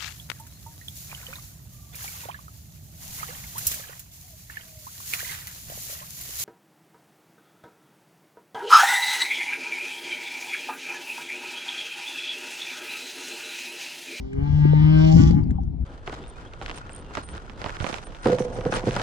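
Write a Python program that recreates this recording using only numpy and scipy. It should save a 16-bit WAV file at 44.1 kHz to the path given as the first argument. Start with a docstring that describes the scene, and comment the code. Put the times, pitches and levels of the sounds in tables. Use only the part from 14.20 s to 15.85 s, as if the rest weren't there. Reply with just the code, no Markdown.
"""A whale's held moan under water, close to a camera housing that hears through a left and a right port.
The moan is a summed fundamental and overtones: its pitch creeps up through fixed resonances and pulses make it buzzy.
Low throbs, single swings of pressure, pulse under it; single bubbles small and large ring, and ticks die at once.
Behind it water sloshes as shaped noise, and a burst of big bubbles, many short rings, gurgles and dies away."""
import sys
import numpy as np
from scipy import signal
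from scipy.fft import rfft, irfft, next_fast_len
from scipy.io import wavfile
from scipy.ndimage import uniform_filter1d, minimum_filter1d, map_coordinates

SR = 44100
rng = np.random.default_rng(int(sys.argv[2]) if len(sys.argv) > 2 else 0)


def wrap_up_sound(samples):
    """Save the sound to the file named by the first command line argument, as 16-bit audio."""
    columns = np.atleast_2d(samples).T
    # keep every value between -1 and 1, then stretch to whole-number steps
    tamed = np.clip(columns, -1, 1)
    steps = np.round(tamed * 32767).astype(np.int16)
    wavfile.write(sys.argv[1], SR, steps)


N = 72765


def amp(db):
    """Decibels to a linear factor."""
    return 10 ** (np.asarray(db) / 20)


def unit(x):
    """x at an RMS level of one."""
    return x / np.sqrt(np.mean(x ** 2) + 1e-20)


def along(points, hz):
    """Read (frequency [Hz], value) points on a log frequency axis."""
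    f, v = np.transpose(points)
    return np.interp(np.log(hz + 1), np.log(f + 1), v)


def curves(rows):
    """One value per sample for each column after the time."""
    s, *cols = np.transpose(rows)
    return [np.interp(np.arange(N) / SR, s, c) for c in cols]


def wobble(rate, count=1):
    """Random curves made of straight lines between knots, rate knots a second."""
    knots = rng.standard_normal((count, 200))
    return [np.interp(np.arange(N) * rate / SR, np.arange(200), row) for row in knots]


def filtered(x, response):
    """x times a complex response of frequency; mirrored ends run out smoothly so that they do not click."""
    edge = 4096
    x = np.pad(x, [(0, 0)] * (x.ndim - 1) + [(edge, edge)], mode="reflect")
    x = x * signal.windows.tukey(N + 2 * edge, 2 * edge / (N + 2 * edge))
    m = next_fast_len(N + 2 * edge)
    return irfft(rfft(x, m) * response(np.fft.rfftfreq(m, 1 / SR)), m)[..., edge:edge + N]


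def add(track, s, sound):
    """Mix a short sound in at a time in seconds."""
    part = track[max(round(s * SR), 0):][:len(sound)]
    part += sound[:len(part)]


def patchy(x, db):
    """x with slowly shifting patches of random gain over time and frequency."""
    z = signal.stft(x, nperseg=512, boundary="even")[2]
    field = uniform_filter1d(rng.standard_normal(z.shape), size=6, axis=0)
    field = uniform_filter1d(field, size=10, axis=1)
    return signal.istft(z * amp(db * unit(field)), nperseg=512)[1][:N]


PATCHY_DB = 4  # spread of the patches in the slosh and the breath

# Gurgling at the housing, before the mix: (time [s], level [dB])
GURGLE_LEVEL = [(0, -47.5), (.06, -45), (.13, -40), (.3, -31), (.925, -32.5), (.955, -11.5), (1.03, -14.5),
                (1.13, -15.5), (1.22, -20), (1.33, -25.5), (1.45, -34), (1.55, -37.5), (1.65, -37)]
# Colour of the sloshing water: (frequency [Hz], gain [dB])
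SLOSH_COLOUR = [(15, -48.5), (25, -29.5), (60, 13), (120, -17), (250, -10.5), (320, -13), (380, -20.5),
                (500, -32.5), (800, -26), (1100, -41.5), (8500, -71.5), (10500, -76.5)]
SLOSH_DB, SLOSH_GROWS = -7, 0.44  # against the loudest gurgle; share of its dB swing that the slosh follows
GLUG_COUNT, GLUG_HZ, GLUG_SPREAD = 500, 183.1, 0.464  # middle pitch [Hz]; spread in log pitch
GLUG_CYCLES, GLUG_SIZE_DB = 1.65, 2  # cycles in one unit of decay time; scale of the random extra level


def gurgle():
    """Big bubbles ring for a few cycles over sloshing water, whose level swings less."""
    level_db, = curves(GURGLE_LEVEL)
    glugs, t = np.zeros(N), np.arange(3000) / SR
    for s, pitch, size in rng.random((GLUG_COUNT, 3)):
        hz = GLUG_HZ * np.exp(GLUG_SPREAD * np.log(pitch / (1 - pitch)) / 2)
        u = t * hz / GLUG_CYCLES
        swell_and_decay = u * np.exp(-np.e * u)
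        loudness = amp(-GLUG_SIZE_DB * np.log(size))
        add(glugs, s * N / SR, loudness * swell_and_decay * np.sin(2 * np.pi * hz * t))
    glugs = filtered(glugs, lambda f: 1 / (1 + (f / 340) ** 8))  # dull above 340 Hz
    slosh = filtered(rng.standard_normal(N), lambda f: amp(along(SLOSH_COLOUR, f)))
    slosh = patchy(slosh, PATCHY_DB)
    loudest = level_db.max()
    slosh_db = SLOSH_DB + loudest + SLOSH_GROWS * (level_db - loudest)
    return amp(level_db) * unit(glugs) + amp(slosh_db) * unit(slosh)


BLIP_RISE, BLIP_ATTACK_S = 0.053, 0.0015  # rise of the mean pitch over one t60 [share]; attack [s]
BLIP_ROUGH, BLIP_ROUGH_HZ = 0.077, 150  # depth of the unsteady level; knots a second


def bubble(db, hz, t60):
    """A bubble's soft-starting, unsteady ring: it dies away exponentially and its pitch rises a little."""
    t = np.arange(8000) / SR
    rough = 1 + BLIP_ROUGH * map_coordinates(rng.standard_normal(100), [t * BLIP_ROUGH_HZ])
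    attack = (1 - np.exp(-t / BLIP_ATTACK_S)) ** 2
    cycles = hz * t * (1 + BLIP_RISE * t / t60)
    return amp(db - 60 * t / t60) * attack * rough * np.sin(2 * np.pi * cycles)


# Ringing bubbles small and large, before attack and mix:
# (time [s], level [dB], starting pitch [Hz], decay by 60 dB [s])
BUBBLES_HEARD = [(.388, 0, 586, 0.0064), (.452, 5, 316, 0.021), (.533, 6.5, 474, 0.016),
                 (0.955, 0, 163.5, 0.23), (.965, -4, 464, 0.032), (.995, 1.5, 278.7, 0.07),
                 (1.012, 0.5, 156.4, 0.057), (1.103, -8.5, 182.5, 0.091), (1.105, -7.5, 483, 0.025),
                 (1.134, -18, 805, .05), (1.16, -7, 275.3, 0.092), (1.165, -17, 155, 0.21),
                 (1.31, -13, 254, 0.047), (1.385, -16, 770, 0.05)]
# Ticks, before filter and mix: (time [s], level of the tone [dB], pitch [Hz])
TICKS_HEARD = [(0.132, -30, 1690), (1.109, -25.5, 4700), (1.237, -43, 4780), (1.308, -28, 1735),
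               (1.434, -47.5, 5800), (1.619, -46.5, 1748)]
TICK_T60_S, TICK_TOP_HZ, TICK_HISS = 0.028, 8800, .7  # decay by 60 dB; upper limit; RMS of hiss


def single_bubbles():
    """Bubbles small and large ring, and ticks, a tone and hiss, die almost at once."""
    rings, ticks, t = np.zeros(N), np.zeros(N), np.arange(1500) / SR
    for s, db, hz, t60 in BUBBLES_HEARD:
        add(rings, s, bubble(db, hz, t60))
    for s, db, hz in TICKS_HEARD:
        # averaging over a third of a cycle softens the hiss
        hiss = unit(uniform_filter1d(rng.standard_normal(len(t)), size=int(SR / hz / 3) + 1))
        tone = np.sin(2 * np.pi * hz * t)
        add(ticks, s, amp(db - 60 * t / TICK_T60_S) * (tone + TICK_HISS * hiss))
    return rings + filtered(ticks, lambda f: (f / (f + 900)) ** 2 / (1 + (f / TICK_TOP_HZ) ** 16))


# Throbs under the moan, before the mix: (time [s], level of each push alone [dB])
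THROBS_HEARD = [(0.14, -27.5), (0.186, -16), (0.23, -14), (0.305, -17), (0.341, -9), (0.389, -15),
                (0.439, -14), (0.507, -30), (0.551, -23), (0.598, -23), (0.645, -12), (0.693, -20),
                (0.791, -17.5), (0.842, -13.5), (0.952, -15.5), (1, -17), (1.043, -21.5), (1.093, -24),
                (1.131, -11.5), (1.195, -21.5), (1.229, -21), (1.27, -24.5), (1.309, -15.5), (1.359, -14.5),
                (1.439, -24), (1.481, -17.5), (1.543, -23.5)]
THROB_HZ, THROB_S = 69.3, 0.0052  # pitch; standard deviation of the bell-shaped envelope


def throbs():
    """Single slow pushes of pressure: a low cosine under a bell-shaped envelope."""
    out, t = np.zeros(N), np.arange(-2000, 2000) / SR
    for s, db in THROBS_HEARD:
        bell = np.exp(-(t / THROB_S) ** 2 / 2)
        add(out, s + t[0], amp(db) * bell * np.cos(2 * np.pi * THROB_HZ * t))
    return out


ECHO_DB, ECHO_T60_S = -15, .15  # energy of the tail against the direct sound; decay by 60 dB


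def echo(x):
    """Surface and housing blur the buzz with a short tail of decaying noise."""
    t = np.arange(SR // 4) / SR
    tail = amp(-60 * t / ECHO_T60_S) * rng.standard_normal(len(t))
    return x + amp(ECHO_DB) * signal.fftconvolve(x, tail / np.linalg.norm(tail))[:N]


# The whale's voice, before the mix: (time [s], pitch [Hz], fundamental [dB], overtones [dB],
# buzz [dB], extra gain on the top of the buzz [dB])
MOAN_COURSE = [(0, 131.4, -71.5, -10, -60, 9), (.1, 133.1, -40.5, -11.5, -60.5, -0.5),
               (.2, 139.4, -24, -3.5, -62.5, 6), (.28, 146.5, -19, -3.5, -49.5, -1),
               (.39, 148.6, -12, -3, -48.5, 4), (.46, 148.9, -9.5, 1.5, -46, -7.5),
               (.53, 150, -10.5, 0, -45.5, -6.5), (.65, 153.5, -9, 5, -42, -9.5),
               (.74, 156.7, -9.5, 5.5, -38, -17.5), (.79, 156.4, -9, 6.5, -36.5, -2.5),
               (.85, 158.5, -10, 6, -33.5, -3.5), (.955, 159.7, -9, 2, -38.5, 15.5),
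               (1.0, 163, -9, 6.5, -35, 10), (1.09, 165.8, -33, 2, -42, 11),
               (1.14, 171.2, -9, -4.5, -50.5, 6.5), (1.19, 170.7, -40, -1, -62.5, 12.5),
               (1.29, 177, -73, -26.5, -74.5, 0)]
# Fixed resonances that an overtone meets: (frequency [Hz], gain [dB])
BODY_RESONANCES = [(260, -28), (282, -21.5), (296, -28.5), (318, -20.5), (415, -26), (440, -34.5),
                   (475, -66.5), (560, -42), (615, -41.5), (638, -22.5), (660, -43.5), (710, -27.5),
                   (750, -46), (798, -42.5), (860, -29.5), (905, -33), (950, -44), (1050, -49.5),
                   (1150, -41.5), (1250, -48.5), (1350, -61.5), (1500, -54), (1640, -52.5), (1790, -49),
                   (2120, -55), (2330, -59.5), (2750, -58.5), (3100, -53.5), (3500, -120)]
# Single overtones swell or dip: (time [s], standard deviation [s], frequency [Hz], gain [dB])
OVERTONE_SWELLS = [(.27, 0.013, 840, 9), (.37, 0.14, 1600, 17), (.42, 0.2, 1879, 8.5), (.56, 0.027, 880, 7),
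                   (0.15, 0.051, 405, 7.5), (.7, 0.046, 1810, -7), (.78, .05, 1565, 10.5),
                   (.83, 0.028, 942, 8.5), (.93, 0.026, 790, 16), (1.0, 0.017, 1423, 17)]
# Colour of the buzz: (frequency [Hz], gain [dB])
BUZZ_COLOUR = [(1500, -47.5), (2700, -6.5), (3250, 3.5), (3900, -2), (5500, -2), (6300, -11), (7300, -13),
               (7800, -21.5), (9300, -37), (10000, -78.5)]
# Colour of the breath: (frequency [Hz], gain [dB])
BREATH_COLOUR = [(200, -29.5), (350, 5.5), (750, -6), (1150, -7), (1600, -16), (2300, -13), (2800, -37)]
SWELL_HZ, UPPER_GROWS, OVERTONE_LAG_RAD = 67, 1, -0.308  # reach of a swell; dB per overtone dB; lag per order
BREATH_DB, BREATH_GROWS = -42, 1  # breath when overtones are at 0 dB; dB per overtone dB
WAVER_DB, WAVER_PER_S = 3.5, 10  # unsteady overtone level; knots a second
DRIFT_RAD, SHAKE_RAD, SHAKE_PER_S = 1.5, .45, 60  # slow and fast phase wander; knots a second of the fast one
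CRISP_ORDER = 44  # from this overtone up the hardened pulses stay in step
CRISP_FROM_S, CRISP_RISE_S = .65, .25  # the buzz hardens from hiss into pulses
RASP_DB, GATE_SHARP, PULSE_SCATTER_DB = -2, 4, 2  # rasp against pulses; narrowness; spread of pulse sizes
BUZZ_TOP_HZ = 5470  # the top of the buzz lies above this


def moan():
    """A clean fundamental, unsteady overtones and breath coloured by the body, and a buzz once a cycle."""
    hz, low_db, over_db, buzz_db, top_db = curves(MOAN_COURSE)
    turn = 2 * np.pi * np.cumsum(hz) / SR
    over, pulses, t = np.zeros(N), np.zeros(N), np.arange(N) / SR
    crisp = np.clip((t - CRISP_FROM_S) / CRISP_RISE_S, 0, 1)
    slow, fast = wobble(WAVER_PER_S, count=128), wobble(SHAKE_PER_S, count=64)
    for k in range(2, 64):
        in_step = crisp * np.clip(3 * k / CRISP_ORDER - 2, 0, 1)
        loose = min((k - 2) / 10, 1) * (1 - in_step)
        wander = loose * (DRIFT_RAD * slow[64 + k] + SHAKE_RAD * fast[k])
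        partial = np.cos(k * (turn - OVERTONE_LAG_RAD) + wander)
        if k < 26:
            swell_db = sum(db * np.exp(-((t - s) / half) ** 2 / 2 - ((k * hz - at) / SWELL_HZ) ** 2)
                           for s, half, at, db in OVERTONE_SWELLS)
            # high overtones need more effort
            late_db = UPPER_GROWS * np.minimum(over_db, 0) * (k > 3)
            waver_db = WAVER_DB * loose * slow[k]
            over += amp(along(BODY_RESONANCES, k * hz) + swell_db + late_db + waver_db) * partial
        pulses += partial

    breath = filtered(rng.standard_normal(N), lambda f: amp(along(BREATH_COLOUR, f)))
    breath = unit(patchy(breath, PATCHY_DB))

    # rasp: noise gated once a cycle, more sharply as the buzz hardens, at an even loudness
    gate = np.exp(GATE_SHARP * crisp * np.cos(turn))
    rasp = gate / np.sqrt(uniform_filter1d(gate ** 2, size=600)) * rng.standard_normal(N)

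    # each cycle gets its own random size
    cycle = np.round(turn / (2 * np.pi)).astype(int)
    sizes = amp(PULSE_SCATTER_DB * rng.standard_normal(400))[cycle]
    buzz = sizes ** crisp * (unit(pulses) + amp(RASP_DB) * rasp)
    buzz = unit(filtered(patchy(buzz, PATCHY_DB / 2), lambda f: amp(along(BUZZ_COLOUR, f))))
    top = filtered(buzz, lambda f: 1 / (1 + (BUZZ_TOP_HZ / (f + 1)) ** 10))
    buzz = amp(buzz_db) * (buzz + (amp(top_db) - 1) * top)

    upper = amp(over_db) * over + amp(BREATH_DB + BREATH_GROWS * over_db) * breath
    return amp(low_db) * np.cos(turn) + upper + echo(buzz)


# Left port against right: (frequency [Hz], level [dB])
LEFT_GAIN = [(60, 5), (155, 5.5), (310, 2), (420, -3.5), (620, -1.5), (790, 2.5), (950, -1), (1500, 2),
             (2200, 8.5), (2900, 0), (3500, -3), (4260, -15), (5910, -27.5), (8210, -14)]
# Left port against right: (frequency [Hz], phase lead of the left [rad])
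LEFT_LEAD = [(0, 1), (100, 0), (155, .85), (310, 2), (430, 2.75), (650, 3.3), (790, 4), (1400, 4.8),
             (1620, 8.6), (1950, 10.3), (3600, 7.9), (5680, .5), (6720, -2.5), (8350, -27)]


def ports(x):
    """The housing hands the sound to each port with its own gain and phase; the right is the reference."""
    def left(f):
        return amp(along(LEFT_GAIN, f)) * np.exp(1j * np.interp(f, *np.transpose(LEFT_LEAD)))
    return np.array([filtered(x, left), x])


# Water that each port hears alone: (frequency [Hz], share of the power [0-1])
PORTS_APART = [(25, 0.32), (110, 0.64), (150, 0.11), (500, 0.9), (4000, 1), (8000, 0.68)]


def scene():
    """Water partly separate at the two ports, with moan, throbs and single bubbles common to both."""
    def share(f):
        return np.clip(along(PORTS_APART, f), 0, 1)
    shared = gurgle()
    alone = np.array([gurgle(), gurgle()]) * amp([[3], [-3]])  # left louder than right
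    water = ports(filtered(shared, lambda f: np.sqrt(1 - share(f))))
    water = water + filtered(alone, lambda f: np.sqrt(share(f)))
    near = ports(amp(-4.5) * (moan() + throbs() + single_bubbles()))
    return near + amp(-2.5) * water


LIMIT, TOP_HZ, FADE_S = .9, 12350, .012  # peak limit before the band limit; band limit; fade at the end


def record(dry):
    """A limiter shared by both ports holds the peaks; nothing passes the band limit; the end fades."""
    need = np.minimum(1, LIMIT / (abs(dry).max(axis=0) + 1e-9))
    held = dry * uniform_filter1d(minimum_filter1d(need, size=1200), size=600)
    fade = np.minimum(1, np.arange(N)[::-1] / (FADE_S * SR))
    return filtered(held, lambda hz: hz < TOP_HZ) * fade


dry = scene()
out = record(dry)
wrap_up_sound(out)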